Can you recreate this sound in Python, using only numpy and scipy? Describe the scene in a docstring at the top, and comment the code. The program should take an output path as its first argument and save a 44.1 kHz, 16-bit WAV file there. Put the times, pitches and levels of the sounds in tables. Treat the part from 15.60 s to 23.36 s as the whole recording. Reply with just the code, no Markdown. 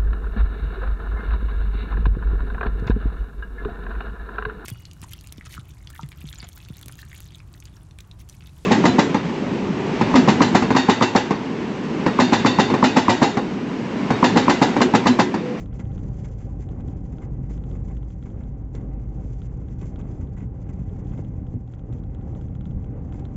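"""Tyres of a small car roll slowly over cobblestones, heard inside the closed cabin.
Each stone bumps the tyres and makes the body boom; proud stones thud into the suspension.
The engine hums low through the bulkhead. The shaking sets the trim rustling and the
panels rattling, cracking against their stops and faintly buzzing; one loose plastic part ticks."""
import sys
import numpy as np
from scipy import signal
from scipy.fft import rfft, irfft, next_fast_len
from scipy.io import wavfile
from scipy.ndimage import uniform_filter1d, map_coordinates

SR = 44100
rng = np.random.default_rng(int(sys.argv[2]) if len(sys.argv) > 2 else 0)


def wrap_up_sound(samples):
    """Save the sound to the file named by the first command line argument, as 16-bit audio."""
    columns = np.atleast_2d(samples).T
    # keep every value between -1 and 1, then stretch to whole-number steps
    tamed = np.clip(columns, -1, 1)
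    steps = np.round(tamed * 32767).astype(np.int16)
    wavfile.write(sys.argv[1], SR, steps)


N = 342216

# rough and smooth paving: time_s, boom_db, roll_db
PAVING = [(0, -34, -45), (.25, -28, -45.5), (.58, -28.5, -46.5), (.75, -32.5, -47), (1.05, -30, -46.5),
          (1.85, -32, -45), (2.3, -29, -45.5), (2.4, -33, -50.5), (2.85, -32, -46.5), (3.1, -32.5, -50),
          (3.17, -33.5, -41.5), (3.5, -31.5, -48), (4.05, -30.5, -45.5), (4.4, -31, -44.5),
          (4.9, -30.5, -49), (5.25, -30, -43.5), (5.5, -30, -45), (5.97, -30, -48), (6.03, -34, -51),
          (6.24, -34, -47), (6.33, -31.5, -46.5), (7.1, -28.5, -46), (7.3, -29.5, -45),
          (7.76, -30.5, -43.5)]
# proud stones: start_s, thud_db, extra_boom_db
PROUD_STONES = [(0.195, -29.5, 1), (0.998, -32.5, 0), (1.247, -33.5, 5.5), (1.288, -30, -3), (1.36, -31, 4),
                (1.709, -35.5, 5.5), (1.784, -33.5, 5.5), (1.909, -30.5, 1), (2.14, -30, 0.5),
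                (2.668, -33, -0.5), (2.791, -37.5, 4), (3.149, -28.5, 2.5), (3.196, -36.5, 3),
                (3.301, -37.5, 1.5), (4.221, -29.5, 5), (4.257, -32, -3.5), (4.386, -34.5, 2),
                (4.588, -46, 5.5), (4.821, -32, 3.5), (4.925, -32, -4.5), (5.19, -33, 5.5),
                (5.323, -35, -1.5), (5.471, -43.5, 5), (5.592, -26.5, 1.5), (5.759, -42, 1.5),
                (5.813, -36.5, 0.5), (5.922, -33.5, 6.5), (5.94, -28.5, -1.5), (5.968, -35, 0),
                (6.3, -30.5, 5), (6.699, -40, 2), (7.132, -33.5, 4), (7.323, -33, -4.5), (7.515, -40.5, -1),
                (7.588, -43, 1)]
# rubbing trim: freq_hz, gain_db
RUB_SPECTRUM = [(700, -26), (1400, 2.5), (2100, 4.5), (2700, -1), (3400, -1.5), (3800, -7.5), (5100, -2.5),
                (5700, -4), (6100, 3), (6700, 0.5), (7500, 1.5)]
# dashboard resonances: freq_hz, width_hz, level_db
PANEL_MODES = [(1544, 350, -8), (1980, 67, -11.5), (2097, 72, -15.5), (2474, 83, -22)]


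def tyres():
    """Stones strike the tyres: a boom through the suspension, a higher, hollow roll from the treads."""
    # body boom: freq_hz, gain_db
    boom_spectrum = [(14, -66), (22, -21.5), (29, -3), (38, 2), (46, -3), (62, 4.5), (75, 1.5), (112, 3),
                     (128, 5), (152, -5), (186, -1), (222, -11.5), (260, -9.5), (900, -120)]
    # tread roll: freq_hz, gain_db
    roll_spectrum = [(90, -55), (220, 1.5), (300, 3.5), (345, -3), (430, -4), (560, -8.5), (680, -16.5),
                     (880, -21.5), (1000, -21), (1300, -28), (2300, -41), (3300, -48), (7000, -88.5)]
    # hollow tyre ring: freq_hz, width_hz, level_db
    tyre_modes = [(778, 36, -16)]
    boom_db, roll_db = curves(PAVING)
    stones = impacts(rate_hz=300, spread_db=1.5)
    boom = levelled(coloured(stones, boom_spectrum), window_s=0.12)
    grit = amp(5.5) * impacts(rate_hz=2500, spread_db=0.5)
    tread = unit(stones + grit)
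    hollow = ringing(impacts(rate_hz=1200, spread_db=3), tyre_modes)
    roll = levelled(coloured(tread, roll_spectrum), window_s=0.1) + hollow
    uneven_db = 1.3 * wobble(rate_hz=9)  # unevenly laid stones
    return amp(boom_db + body_rocking_db() - 0.5) * boom + amp(roll_db + uneven_db + 2.3) * roll


def body_rocking_db(peak_s=0.019):
    """Each proud stone rocks the body: the boom swells or dips, then settles."""
    t = np.arange(SR) / SR
    rocking = t / peak_s * np.exp(1 - t / peak_s)
    extra_db = np.zeros(N)
    for start_s, _, extra_boom_db in PROUD_STONES:
        add(extra_db, start_s, extra_boom_db * rocking)
    return extra_db


def suspension_thuds(gain_db=19.5, stiffening_per_db=0.022):
    """Rubber rounds off each blow; a harder one compresses the tyre further and knocks higher."""
    # average blow through the suspension: freq_hz, gain_db
    thud_spectrum = [(90, -27.5), (260, 8), (560, -10.5), (1100, -29.5), (4000, -73.5)]
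    track = np.zeros(N)
    mean_db = np.mean([thud_db for _, thud_db, _ in PROUD_STONES])
    for start_s, thud_db, _ in PROUD_STONES:
        pitch_ratio = np.exp(stiffening_per_db * (thud_db - mean_db))
        spectrum = [(hz * pitch_ratio, db) for hz, db in thud_spectrum]
        add(track, start_s, amp(thud_db + gain_db) * strike(spectrum, tail_db=-28, t60_s=0.09))
    return track


def engine():
    """The firing rate and two weak overtones come through the bulkhead."""
    # engine speed: time_s, firing_hz
    speed = [(0, 49.1), (.9, 52), (1.7, 50.92), (2.3, 52.3), (3.1, 50.25), (3.7, 50.5), (4.6, 51.8),
             (5.5, 48.15), (6.5, 46.2), (7.76, 45)]
    # engine load: time_s, hum_db
    load = [(0, -33.5), (.3, -38), (.55, -29), (1.25, -32.5), (1.65, -33), (1.95, -29), (2.4, -25.5),
            (2.65, -34.5), (3, -32), (3.65, -27.5), (4.1, -34.5), (4.8, -40.5), (5.5, -33), (6.1, -44),
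            (6.55, -29.5), (6.85, -55), (7.2, -34), (7.76, -41)]
    firing_hz, = curves(speed)
    hum_db, = curves(load)
    drift = 1 + 0.0063 * wobble(rate_hz=4.2)
    phase = 2 * np.pi * np.cumsum(firing_hz * drift) / SR
    hum = np.sin(phase) + amp(-15.5) * np.sin(2 * phase) + amp(-24) * np.sin(3 * phase)
    return amp(hum_db - 4) * unit(hum)


def panel_rattles(rise_s=0.0075, t60_s=0.087, knock_db=-10, scratch_db=-11):
    """A jolt sets a panel chattering: a quick swarm of contacts that dies away."""
    # harder jolts: start_s, level_db, treble_db
    jolts = [(0.1446, -48, -18), (0.193, -36, -30), (0.643, -41, -23), (0.801, -45, -10), (1.022, -47, -4),
             (1.196, -46, -18), (1.519, -45.5, -7.5), (1.619, -39.5, -24), (1.8945, -44.5, -13),
             (2.148, -45, -8), (2.28, -48, -20), (2.303, -45, -17), (2.655, -43, -15), (2.8025, -46, -24),
             (3.145, -43.5, -12), (3.17, -53, -13), (4.21, -41, -7), (4.228, -46, -22), (4.391, -41, -17),
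             (4.4634, -51, -14), (4.606, -45, -7), (4.768, -40, -11), (4.801, -44, -20), (4.825, -47, -27),
             (5.0883, -42.5, -11), (5.3867, -52.5, 2), (5.526, -43.5, -14), (5.576, -42, -25),
             (6.324, -47.5, -2), (7.54, -43.5, -11), (7.588, -43.5, -14)]
    # chattering panel: freq_hz, gain_db
    chatter_spectrum = [(250, -37), (750, 13), (1050, 11.5), (1500, 5.5), (1800, -3), (2300, -7.5),
                        (2800, -30.5), (3400, -22), (4200, -27), (7500, -7.5)]
    t = np.arange(SR // 4) / SR
    swarm = (1 - np.exp(-t / rise_s)) ** 2 * amp(-60 * t / t60_s)
    swarm /= swarm.max()
    knock_env, scratch_env = np.zeros(N), np.zeros(N)
    for start_s, level_db, treble_db in jolts:
        add(knock_env, start_s - rise_s / 2, amp(level_db + knock_db) * swarm)
        add(scratch_env, start_s - rise_s / 2, amp(level_db + treble_db + scratch_db) * swarm)
    contacts = impacts(rate_hz=1700, spread_db=2) * clumps(rate_hz=220, depth_db=3)
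    panel = unit(coloured(contacts, chatter_spectrum)) + ringing(contacts, PANEL_MODES)
    knock = levelled(panel, window_s=0.015)
    scratch = levelled(coloured(contacts, RUB_SPECTRUM), window_s=0.034)
    return knock_env * knock + scratch_env * scratch


def panel_cracks(gain_db=11):
    """A panel hits its stop: one hard, bright contact and a short clatter."""
    # hits on the stop: start_s, level_db
    hits = [(0.201, -43), (0.21, -59), (0.647, -54), (0.658, -56), (3.152, -38.5), (3.16, -55),
            (4.216, -46), (7.596, -48)]
    # hard contact: freq_hz, gain_db
    slap_spectrum = [(500, -20), (1000, -4), (1600, 2), (2400, -3), (3400, 1), (4500, -7), (7500, -4),
                     (9000, -30)]
    track = np.zeros(N)
    for start_s, level_db in hits:
        add(track, start_s, amp(level_db + gain_db) * strike(slap_spectrum, tail_db=-22, t60_s=0.045))
    return track


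def plastic_ticks(gain_db=0.3, scrape_db=-14.5, scrape_t60_s=0.03):
    """Loose plastic snaps, knocks the panel behind it and scrapes as it settles."""
    # contacts of the loose part: start_s, level_db
    ticks = [(0.059, -50.5), (0.129, -52), (0.194, -52), (0.2538, -52.5), (0.3166, -53.5), (0.379, -48.5),
             (0.392, -56), (0.6465, -52), (1.089, -48.5), (1.2065, -52.5), (1.284, -51.5), (1.5837, -50.5),
             (1.9775, -52), (2.0386, -49.5), (2.113, -51.5), (2.369, -51), (2.4296, -55.5), (2.5042, -55),
             (2.6262, -52), (2.7023, -57), (2.8362, -55), (3.214, -61), (3.818, -48.5), (4.085, -53),
             (4.359, -49), (4.413, -51), (4.673, -58), (5.294, -54), (5.47, -55.5), (5.5205, -55),
             (5.577, -54), (5.6474, -52), (5.8673, -54.5), (6.0766, -58.5), (6.1369, -51), (6.193, -56.5),
             (6.327, -51.5), (6.384, -59), (6.4375, -56), (6.548, -51), (6.612, -59), (6.7507, -52),
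             (6.812, -54), (6.884, -58), (6.952, -52), (7.0095, -50), (7.055, -47.5), (7.11, -54),
             (7.2438, -52.5), (7.524, -47.5), (7.6523, -45)]
    # its brief flexing: pitch_hz, half_width_s, level_db
    flex_pulses = [(3170, 0.00043, 0), (1950, 0.0006, -10), (6700, 0.0003, -12)]
    # panel behind it: pitch_hz, level_db, t60_s
    mount_modes = [(1390, -1.5, 0.02), (1620, -13.5, 0.012), (2070, -15, 0.0095), (3300, -13.5, 0.016)]
    t = np.arange(SR // 20) / SR - 0.0008  # zero at mid-snap
    after_s = np.maximum(t, 0)
    track = np.zeros(N)
    for start_s, level_db in ticks:
        detune, grit_db, knock_db = rng.standard_normal(3) * (0.04, 3.5, 2)
        snap = sum(amp(db) * np.exp(-(t / half_width_s) ** 2) * np.sin(2 * np.pi * hz * (1 + detune) * t)
                   for hz, half_width_s, db in flex_pulses)
        knock = sum(amp(db + knock_db - 60 * after_s / t60_s) * np.sin(2 * np.pi * hz * after_s)
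                    for hz, db, t60_s in mount_modes)
        friction = unit(coloured(rng.standard_normal(len(t)), RUB_SPECTRUM)) * (t > 0)
        scrape = friction * amp(scrape_db + grit_db - 60 * after_s / scrape_t60_s)
        add(track, start_s, amp(level_db + gain_db) * (cabin_echoes(snap) + knock + scrape))
    return track


def trim_rustle(attack_s=0.0031, release_s=0.02):
    """Shaken trim rubs in clumps of tiny slips, louder while it slides."""
    # steady shaking: time_s, level_db
    shaking = [(0, -44.5), (.09, -76), (.25, -64), (.55, -62), (.72, -62.5), (1.4, -68.5), (2.5, -68.5),
               (3.05, -71.5), (3.35, -69.5), (3.7, -69.5), (4.05, -66.5), (4.5, -66), (4.9, -74),
               (5.45, -65), (6, -73.5), (6.27, -70), (6.7, -68), (7.35, -72.5), (7.76, -72)]
    # sliding bouts: start_s, length_s, level_db
    slides = [(0.136, 0.027, -60), (0.185, 0.023, -56), (0.31, 0.058, -70), (0.58, 0.06, -60),
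              (0.778, 0.083, -68.5), (0.997, 0.029, -65), (1.258, 0.061, -67), (1.5, 0.15, -72),
              (1.894, 0.07, -63.5), (2.086, 0.035, -64), (2.275, 0.043, -64.5), (2.477, 0.056, -66),
              (2.613, 0.1, -73), (3.126, 0.045, -63), (3.538, 0.32, -69), (4.183, 0.03, -68),
              (4.253, 0.026, -60), (4.387, 0.013, -61), (4.77, 0.063, -73.5), (5, 0.026, -66),
              (5.125, 0.025, -65), (5.367, 0.029, -70), (5.497, 0.14, -76), (6.113, 0.02, -66),
              (6.783, 0.015, -72), (7.518, 0.052, -66)]
    shaking_db, = curves(shaking)
    envelope = amp(shaking_db + 2.7 * wobble(rate_hz=26))
    t = np.arange(SR // 2) / SR
    for start_s, length_s, level_db in slides:
        bout = np.interp(t, [0, attack_s, max(length_s, attack_s), length_s + release_s], [0, 1, 1, 0])
        add(envelope, start_s, amp(level_db) * bout)
    slips = impacts(rate_hz=6000, spread_db=4.5) * clumps(rate_hz=80, depth_db=3)
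    return envelope * levelled(coloured(slips, RUB_SPECTRUM), window_s=0.13)


def dashboard_buzz():
    """The dashboard rings faintly with the road."""
    _, roll_db = curves(PAVING)
    contacts = impacts(rate_hz=1300, spread_db=4) * clumps(rate_hz=25, depth_db=2)
    return amp(roll_db - 27) * unit(ringing(contacts, PANEL_MODES))


def cabin_echoes(sound, delay_s=0.0028, t60_s=0.042, level_db=-7):
    """A short sound plus its quickly damped reflections off glass and dashboard."""
    t = np.arange(len(sound)) / SR
    echoes = rng.standard_normal(len(t)) * (t > delay_s) * amp(-60 * t / t60_s)
    echoes /= np.linalg.norm(echoes)
    return sound + amp(level_db) * signal.fftconvolve(sound, echoes)[:len(t)]


def strike(spectrum, tail_db, t60_s):
    """One hard contact with a brief diffuse tail, energy 1."""
    t = np.arange(SR // 20) / SR
    blow = amp(tail_db - 60 * t / t60_s) * rng.standard_normal(len(t)) * (t > 0.001)
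    blow[0] = 1
    sound = coloured(blow, spectrum)
    return sound / np.linalg.norm(sound)


def ringing(x, modes):
    """x rings each mode at its own level; what lies far above each mode is rolled off."""
    def mode(f, hz, width_hz):
        resonance = 1j * f * width_hz / (hz ** 2 - f ** 2 + 1j * f * width_hz)
        return resonance / (1 + (f / (2 * hz)) ** 6)
    return sum(amp(db) * unit(filtered(x, lambda f: mode(f, hz, width_hz))) for hz, width_hz, db in modes)


def impacts(rate_hz, spread_db):
    """Random pushes and pulls of uneven size, rms 1."""
    hit = rng.random(N) < rate_hz / SR
    direction = np.sign(rng.standard_normal(N))
    return unit(hit * direction * amp(spread_db * rng.standard_normal(N)))


def clumps(rate_hz, depth_db):
    """Random gain that bunches contacts."""
    return amp(depth_db * wobble(rate_hz))


def wobble(rate_hz):
    """Smooth random curve."""
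    knots = rng.standard_normal(int(N * rate_hz / SR) + 4)
    return map_coordinates(knots, [np.arange(N) * rate_hz / SR])


def coloured(x, spectrum):
    """x through a minimum-phase filter with rows of freq_hz, gain_db."""
    freq_hz, gain_db = np.transpose(spectrum)

    def response(hz):
        magnitude = amp(np.interp(np.log(hz + 1), np.log(freq_hz), gain_db))
        cepstrum = irfft(np.log(magnitude))
        cepstrum[1:len(hz) - 1] *= 2
        cepstrum[len(hz):] = 0
        return np.exp(rfft(cepstrum))
    return filtered(x, response)


def filtered(x, response):
    """x through a complex frequency response."""
    size = 2 * next_fast_len(len(x))
    return irfft(rfft(x, size) * response(np.fft.rfftfreq(size, 1 / SR)), size)[:len(x)]


def levelled(x, window_s):
    """x held near rms 1 over a sliding window."""
    size = int(window_s * SR / 2) + 1
    power = uniform_filter1d(uniform_filter1d(x ** 2, size), size)
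    return x / np.sqrt(np.abs(power) + 1e-12)


def curves(rows):
    """Per-sample curve for each column after time_s."""
    time_s, *columns = np.transpose(rows)
    return [np.interp(np.arange(N) / SR, time_s, column) for column in columns]


def add(track, start_s, sound):
    part = track[max(round(start_s * SR), 0):][:len(sound)]
    part += sound[:len(part)]


def amp(db):
    return 10 ** (np.asarray(db) / 20)


def unit(x):
    return x / np.sqrt(np.mean(x ** 2) + 1e-20)


def scene():
    """Road, engine and shaken fittings, mono."""
    driving = tyres() + suspension_thuds() + engine()
    fittings = trim_rustle() + panel_rattles() + panel_cracks() + dashboard_buzz() + plastic_ticks()
    return (driving + fittings)[None]


def record(dry):
    """Steep low-pass."""
    cutoff_hz = 7560
    return filtered(dry[0], lambda hz: 1 / np.sqrt(1 + (hz / cutoff_hz) ** 500))[None]


dry = scene()
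out = record(dry)
wrap_up_sound(out)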